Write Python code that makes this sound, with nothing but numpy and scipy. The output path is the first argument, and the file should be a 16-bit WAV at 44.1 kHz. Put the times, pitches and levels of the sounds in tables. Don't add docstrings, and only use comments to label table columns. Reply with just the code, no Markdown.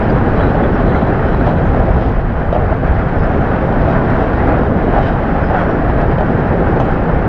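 import sys
import numpy as np
from scipy import signal
from scipy.fft import rfft, irfft, next_fast_len
from scipy.io import wavfile
from scipy.ndimage import uniform_filter1d, minimum_filter1d, map_coordinates

SR = 44100
rng = np.random.default_rng(int(sys.argv[2]) if len(sys.argv) > 2 else 0)


def waveform_to_disk(signal):
    frames = np.transpose(np.atleast_2d(signal))
    scaled = np.clip(frames, -1, 1) * 32767
    samples = np.round(scaled).astype(np.int16)
    wavfile.write(sys.argv[1], SR, samples)


N = 321048

# (frequency [Hz], bandwidth [Hz], level [dB])
BODY_MODES = [(540, 110, -9.5), (656.5, 57, 3), (751.5, 75, 0.5), (797.4, 43, 2.5), (1340, 260, -20.5),
              (1780, 270, -27.5), (2570, 130, -27), (3020, 170, -30.5)]
# (frequency [Hz], bandwidth [Hz], level [dB])
WHEEL_MODES = [(2520, 48, 0.5), (3070, 48, 2.5), (3430, 49, -8.5), (3820, 37, -4), (5000, 90, -9.5),
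               (5504, 42, -12), (6140, 80, -16.5), (7496, 60, -23.5)]


def wheels(load_db, roar_db, shake):
    # (frequency [Hz], level [dB])
    rumble_spectrum = [(50, -40), (100, -9.5), (150, -3.5), (240, 0), (340, -3), (520, -4.5), (700, -11.5),
                       (1000, -15.5), (3000, -79.5)]
    roar_spectrum = [(200, -26.5), (500, -5.5), (820, 4), (930, 0.5), (1150, 0.5), (1500, 1), (1850, -4),
                     (2150, -11), (2700, -20), (3600, -42.5), (7000, -67.5)]
    rumble = amp(load_db + 1.0 + 0.22 * wobble(16)) * coloured(turbulence(patchy_db=1), rumble_spectrum)
    roar_gain = amp(roar_db + 1.39 + 0.85 * shake + 0.52 * wobble(14))
    roar = roar_gain * coloured(turbulence(patchy_db=0.8), roar_spectrum)
    body_ring = resonate(impacts(rate=1400, spread_db=5), BODY_MODES)
    clatter = amp(roar_db + 0.5 + 1.5 * shake) * unit(soften(body_ring, corner_hz=2510))
    return rumble + roar + clatter


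def boom(load_db, mean_db=-20, growth=0.65):
    # (frequency [Hz], level [dB])
    boom_spectrum = [(50, -29.5), (85, -5.5), (110, -3), (135, 0), (170, -1), (210, -8.5), (400, -46),
                     (1000, -100)]
    level_db = mean_db + growth * (load_db - load_db.mean())
    return amp(level_db + 0.62 * wobble(18)) * coloured(rng.standard_normal(N), boom_spectrum)


def wind(roar_db, air_db=-73.0, air_growth=.6):
    # (time [s], level [dB])
    gusts = [(0.0, -20), (0.1, -17.5), (2.13, -15), (2.41, -18.5), (2.84, -15.5), (5.76, -19),
             (5.92, -14.5), (6.47, -21.5), (6.51, -12), (6.57, -19.5), (6.69, -14.5), (7.12, -17.5),
             (7.14, -15), (7.28, -21)]
    # (frequency [Hz], level [dB])
    buffet_spectrum = [(5, -51.5), (14, -5), (23, -2.5), (45, -0.5), (75, -2), (110, -6), (200, -28.5),
                       (600, -66), (1500, -120)]
    air_spectrum = [(1500, -19.5), (5000, -1.5), (8500, -4.5), (11000, -4.5), (13300, -9), (14500, -20.5)]
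    flutter_gain = amp(curve(gusts) + .5 + 0.97 * wobble(18))
    flutter = flutter_gain * coloured(rng.standard_normal(N), buffet_spectrum)
    air_gain = amp(air_db + air_growth * (roar_db - roar_db.mean()) + .5 * wobble(10))
    return flutter + air_gain * coloured(rng.standard_normal(N), air_spectrum)


def thumps(width_s=0.0056):
    # (time [s], peak level [dB])
    eddies = [(1.803, -2.5), (1.912, -4.5), (2.021, -12), (2.19, -10.5), (2.251, -11), (2.283, -9),
              (2.503, -13), (2.652, -11), (2.693, -11.5), (2.992, -5), (4.975, -7), (5.543, -9),
              (5.65, -13)]
    u = np.arange(-SR // 25, SR // 25) / (SR * width_s)
    dip = (u ** 2 - 1) * np.exp(-u ** 2 / 2)
    out = np.zeros(N)
    for middle, db in eddies:
        out[round(middle * SR) - len(u) // 2:][:len(u)] += amp(db) * dip
    return out


def jolts(knock_rate=150, fade_s=0.01, ring_t60=0.068, scatter_octaves=.26, thud_hz=400, thud_s=0.0034):
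    # (time [s], level [dB], duration [s], pitch [ratio to the body's own])
    rough_spots = [(.528, -24.5, .09, .95), (1.005, -20, .024, 1), (1.07, -21, .04, .95),
                   (1.08, -19.5, .025, .45), (1.462, -15.5, .03, 1), (1.565, -21.5, .02, .95),
                   (1.871, -16.5, .024, .9), (2.526, -13.5, .036, .99), (2.612, -22, .04, .95),
                   (2.699, -17.3, .024, .98), (2.825, -20, .025, .95), (3.24, -21, .06, 1),
                   (3.41, -20.5, .03, .95), (3.845, -21, .03, .95), (3.882, -16, .03, 1),
                   (4.49, -20.5, .08, .9), (4.937, -16.5, .02, 1.04), (4.962, -13.8, .026, 1.04),
                   (5.499, -13, .012, 1.03), (5.531, -14, .026, 1.08), (5.61, -19, .02, 1),
                   (6.184, -15, .008, .97), (6.21, -14.2, .008, 1.04), (6.285, -19.5, .035, .42),
                   (6.508, -17, .025, .92), (6.802, -17, .016, 1.05), (6.92, -20.5, .03, .45),
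                   (7.08, -21, .025, .95)]
    t = np.arange(SR // 25) / SR
    contact = soften(signal.unit_impulse(len(t)), corner_hz=2200)
    ring = unit(resonate(contact, BODY_MODES) * amp(-60 * t / ring_t60))
    thud = amp(-8) * unit(soften(np.sin(2 * np.pi * thud_hz * t) * np.exp(-t / thud_s), corner_hz=1200))
    out = np.zeros(N + SR)
    for start, db, length, pitch in rough_spots:
        volley = np.zeros(SR // 2)
        for k, (late, force, spot, ring_side, thud_side) in enumerate(rng.random(size=(24, 5))):
            delay = (k + late * min(k, 1)) / knock_rate
            size = amp(6 * force) * np.exp(-max(delay - length, 0) / fade_s)
            knock = np.sign(ring_side - .5) * ring + np.sign(thud_side - .5) * thud
            speed = pitch * 2 ** (scatter_octaves * (spot - .5))
            volley[round(delay * SR):][:len(t)] += size * np.interp(t * speed, t, knock)
        volley *= np.sqrt(SR * (length + fade_s / 2)) / np.linalg.norm(volley)
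        out[round(start * SR):][:len(volley)] += amp(db) * volley
    return out[:N]


def clunks(decay_cycles=1.1):
    # (time [s], peak level [dB], frequency [Hz])
    bumps = [(.224, -9, 240), (.447, -9, 260), (.670, -7, 250), (.945, -6, 270), (1.028, -4, 230),
             (1.082, -8, 260), (1.098, -7, 220), (1.347, -5, 850), (1.483, -9, 280), (1.747, -4.5, 820),
             (1.891, -7, 640), (2.024, -7, 720), (2.085, -9, 280), (2.528, -3, 640), (4.487, -7, 300),
             (4.634, -3.5, 760), (4.868, -7, 240), (5.5, -5, 660), (5.898, -6, 700), (6.182, -3, 560),
             (6.209, -2, 830), (6.294, -8, 240), (6.531, -6, 760), (6.801, -1, 780), (6.926, -8, 300)]
    t = np.arange(SR // 20) / SR
    out = np.zeros(N)
    for start, db, hz in bumps:
        swing = soften(np.sin(2 * np.pi * hz * t) * np.exp(-hz * t / decay_cycles), corner_hz=4 * hz)
        out[round(start * SR):][:len(t)] += amp(db) * swing / np.abs(swing).max()
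    return out


def clacks(t60=0.015, attack_s=.0004, crack_db=-9, ring_db=18):
    # (time [s], level [dB])
    strikes = [(1.0281, -28), (1.0815, -35), (1.468, -33), (1.7788, -35), (1.79, -36), (1.8, -35),
               (2.0234, -35), (2.5277, -28), (2.539, -33), (2.551, -35), (2.563, -37), (3.885, -32),
               (3.91, -35), (4.1, -33), (4.469, -33), (4.586, -28), (4.985, -29), (5.066, -34),
               (5.541, -32), (5.584, -31), (6.015, -29), (6.183, -29), (6.211, -33.5), (6.802, -26)]
    # (frequency [Hz], level [dB])
    crack_spectrum = [(800, -20), (2000, -1), (3300, 4.5), (5000, -6), (7500, -19), (11000, -25),
                      (15000, -42)]
    t = np.arange(SR // 10) / SR
    blows = np.zeros(N)
    for start, db in strikes:
        blows[round(start * SR):][:len(t)] += amp(db - 60 * t / t60) * (1 - np.exp(-t / attack_s))
    crack = blows * coloured(rng.standard_normal(N), crack_spectrum)
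    ring = soften(resonate(blows * rng.standard_normal(N), WHEEL_MODES), corner_hz=5000)
    return amp(crack_db) * crack + amp(ring_db) * ring


def steel_tones():
    # (time [s], frequency [Hz], level [dB], duration [s], roughness [0-1])
    tones = [(.105, 4750, -44.5, .012, .2), (.408, 3330, -37.5, .016, .3), (.41, 7500, -65, .03, .8),
             (.43, 3910, -44.5, .07, .75), (.53, 7520, -64, .025, .7), (.642, 3400, -39, .02, .5),
             (.75, 5530, -55, .02, .5), (.928, 1880, -22, .008, .7), (.949, 1650, -24, .011, .8),
             (.95, 2080, -24.5, .009, .6), (.95, 6180, -60, .04, .9), (.968, 1380, -21, .028, .3),
             (1.412, 1450, -25, .012, .9), (1.643, 6850, -63, .015, .7), (1.667, 6250, -58, .014, .8),
             (2.54, 3130, -44, .018, .5), (2.56, 2600, -43, .025, .3), (3.23, 5060, -57.5, .08, 1),
             (4.4, 1890, -28, .035, .8), (5.438, 1450, -22, .008, .6), (5.46, 5000, -55, .08, .9),
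             (5.589, 1440, -19, .008, .6), (5.6, 3200, -41, .04, 1), (5.72, 5520, -61, .1, .6),
             (6.124, 1550, -21, .01, 1), (6.805, 6160, -46.5, .008, .1), (6.808, 3130, -38, .01, .2),
             (6.812, 2590, -37, .015, .1), (6.82, 7220, -61, .016, .9), (6.855, 7130, -62, .013, .8)]
    t = np.arange(N) / SR
    jitter = (wobble(380) + 1j * wobble(380)) / np.sqrt(2)
    jitter *= unit(amp(4 * np.tanh(wobble(70))))
    out = np.zeros(N)
    for middle, hz, db, length, rough in tones:
        near = slice(max(round((middle - 2 * length) * SR), 0), round((middle + 2 * length) * SR))
        tone = (np.sqrt(1 - rough) + np.sqrt(rough) * jitter[near]) * np.exp(2j * np.pi * hz * t[near])
        out[near] += amp(db) * swell(t[near], middle, length) * unit(tone.real) / np.sqrt(2)
    return out


def scrub(roar_db, shake, base_db=-48.5, fade_db_per_s=0.1):
    # (time [s], rise [dB], duration [s])
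    scrapes = [(.5, 1, .3), (1.484, 4, .05), (2.042, 4.5, 0.15), (2.548, 3.5, 0.023), (3.92, 3.5, 0.046),
               (5.06, 5, 0.08), (6.02, 1, .02)]
    # (frequency [Hz], level [dB])
    hiss_spectrum = [(1200, -29), (2400, 2), (3150, 0.5), (3700, -5.5), (4400, -9.5), (5100, -13.5),
                     (6000, -20), (6900, -28.5), (9000, -33), (13000, -50.5), (15000, -59.5)]
    t = np.arange(N) / SR
    level_db = base_db + (roar_db - roar_db.mean()) - fade_db_per_s * t
    level_db += sum(db * swell(t, middle, length) for middle, db, length in scrapes)
    hiss = amp(level_db + 1.5) * coloured(turbulence(patchy_db=1.0), hiss_spectrum)
    grit = amp(level_db - 6.5) * coloured(impacts(rate=110, spread_db=12), hiss_spectrum)
    ring_gain = amp(level_db - 5.5 + 1.5 * wobble(9))
    ring = ring_gain * unit(soften(resonate(turbulence(patchy_db=4.0), WHEEL_MODES), corner_hz=6000))
    return (hiss + grit + ring) * amp(0.28 * shake)


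def fittings():
    # (frequency [Hz], bandwidth [Hz], level [dB])
    fitting_modes = [(3080, 48, 0.5), (3390, 73, 0), (3920, 85, -1), (4290, 80, -9.5), (7270, 90, -26.5),
                     (7500, 90, -21)]
    # (time [s], level [dB])
    chatter = [(0, -62), (.3, -57), (.37, -49.5), (.62, -52.5), (.72, -56), (.95, -47.5), (1.12, -56),
               (1.42, -52), (1.9, -67), (7.28, -68.5)]
    flurries = amp(7 * np.tanh(wobble(32)))
    taps = impacts(rate=500, spread_db=6) * flurries
    return amp(curve(chatter)) * unit(soften(resonate(taps, fitting_modes), corner_hz=8000))


def impacts(rate, spread_db):
    hits = rng.random(N) < rate / SR
    return hits * rng.choice([-1, 1], N) * amp(spread_db * rng.uniform(-1, 1, N))


def turbulence(patchy_db):
    spectra = signal.stft(rng.standard_normal(N), nperseg=1024)[2]
    patches = uniform_filter1d(rng.standard_normal(spectra.shape), size=7, axis=0)
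    patches = uniform_filter1d(patches, size=5, axis=1)
    return signal.istft(spectra * amp(patchy_db * unit(patches)), nperseg=1024)[1][:N]


def resonate(x, modes):
    return filtered(x, lambda f: sum(
        (-1) ** k * amp(db) * 1j * f * width / (hz * hz - f * f + 1j * f * width)
        for k, (hz, width, db) in enumerate(modes)))


def soften(x, corner_hz):
    return filtered(x, lambda hz: 1 / (1 + 1j * hz / corner_hz) ** 2)


def coloured(x, spectrum):
    points_hz, db = np.transpose(spectrum)
    return unit(filtered(x, lambda hz: amp(np.interp(np.log(hz + 1), np.log(points_hz), db))))


def filtered(x, response):
    size = next_fast_len(len(x) + SR // 8)
    return irfft(rfft(x, size) * response(np.fft.rfftfreq(size, 1 / SR)), size)[:len(x)]


def wobble(rate):
    knots = rng.standard_normal(int(N * rate / SR) + 4)
    coarse = np.linspace(0, N, N // 16)
    return np.interp(np.arange(N), coarse, map_coordinates(knots, [coarse * rate / SR]))


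def swell(t, middle, length):
    return np.exp(-2 * ((t - middle) / length) ** 2)


def curve(points):
    return np.interp(np.arange(N) / SR, *np.transpose(points))


def amp(db):
    return 10 ** (np.asarray(db) / 20)


def unit(x):
    return x / np.sqrt(np.mean(x ** 2) + 1e-20)


def scene():
    # (time [s], level [dB])
    wheel_load = [(0.03, -17), (0.47, -16), (1.7, -18), (1.83, -16.5), (1.89, -19), (2.11, -18),
                  (2.21, -23.5), (3.62, -17.5), (4.92, -17), (5.0, -19.5), (6.72, -16.5), (7.2, -18)]
    rail_roar = [(0.03, -24), (0.91, -25), (0.95, -25), (1.0, -25.5), (1.8, -25.5), (2.12, -29.5),
                 (3.33, -25.5), (4.45, -23.5), (4.77, -26), (5.02, -24.5), (5.54, -25.5), (5.61, -20.5),
                 (5.66, -25.5), (6.1, -25), (6.12, -23.5), (6.16, -26), (6.89, -24.5), (7.25, -28)]
    load_db = curve(wheel_load)
    roar_db = curve(rail_roar) + .5 * wobble(16)
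    shake = unit(wobble(25) + wobble(110))
    rolling = wheels(load_db, roar_db, shake) + boom(load_db) + scrub(roar_db, shake)
    airflow = wind(roar_db) + thumps()
    return (rolling + airflow + jolts() + clunks() + clacks() + steel_tones() + fittings())[None]


def record(dry, ceiling=.92, top_hz=14300):
    needed_gain = ceiling / np.maximum(np.abs(dry[0]), ceiling)
    held_gain = minimum_filter1d(needed_gain, size=241)
    gain = uniform_filter1d(uniform_filter1d(held_gain, size=121), size=121)
    return filtered(dry[0] * gain, lambda hz: hz < top_hz)[None]


dry = scene()
out = record(dry)
waveform_to_disk(out)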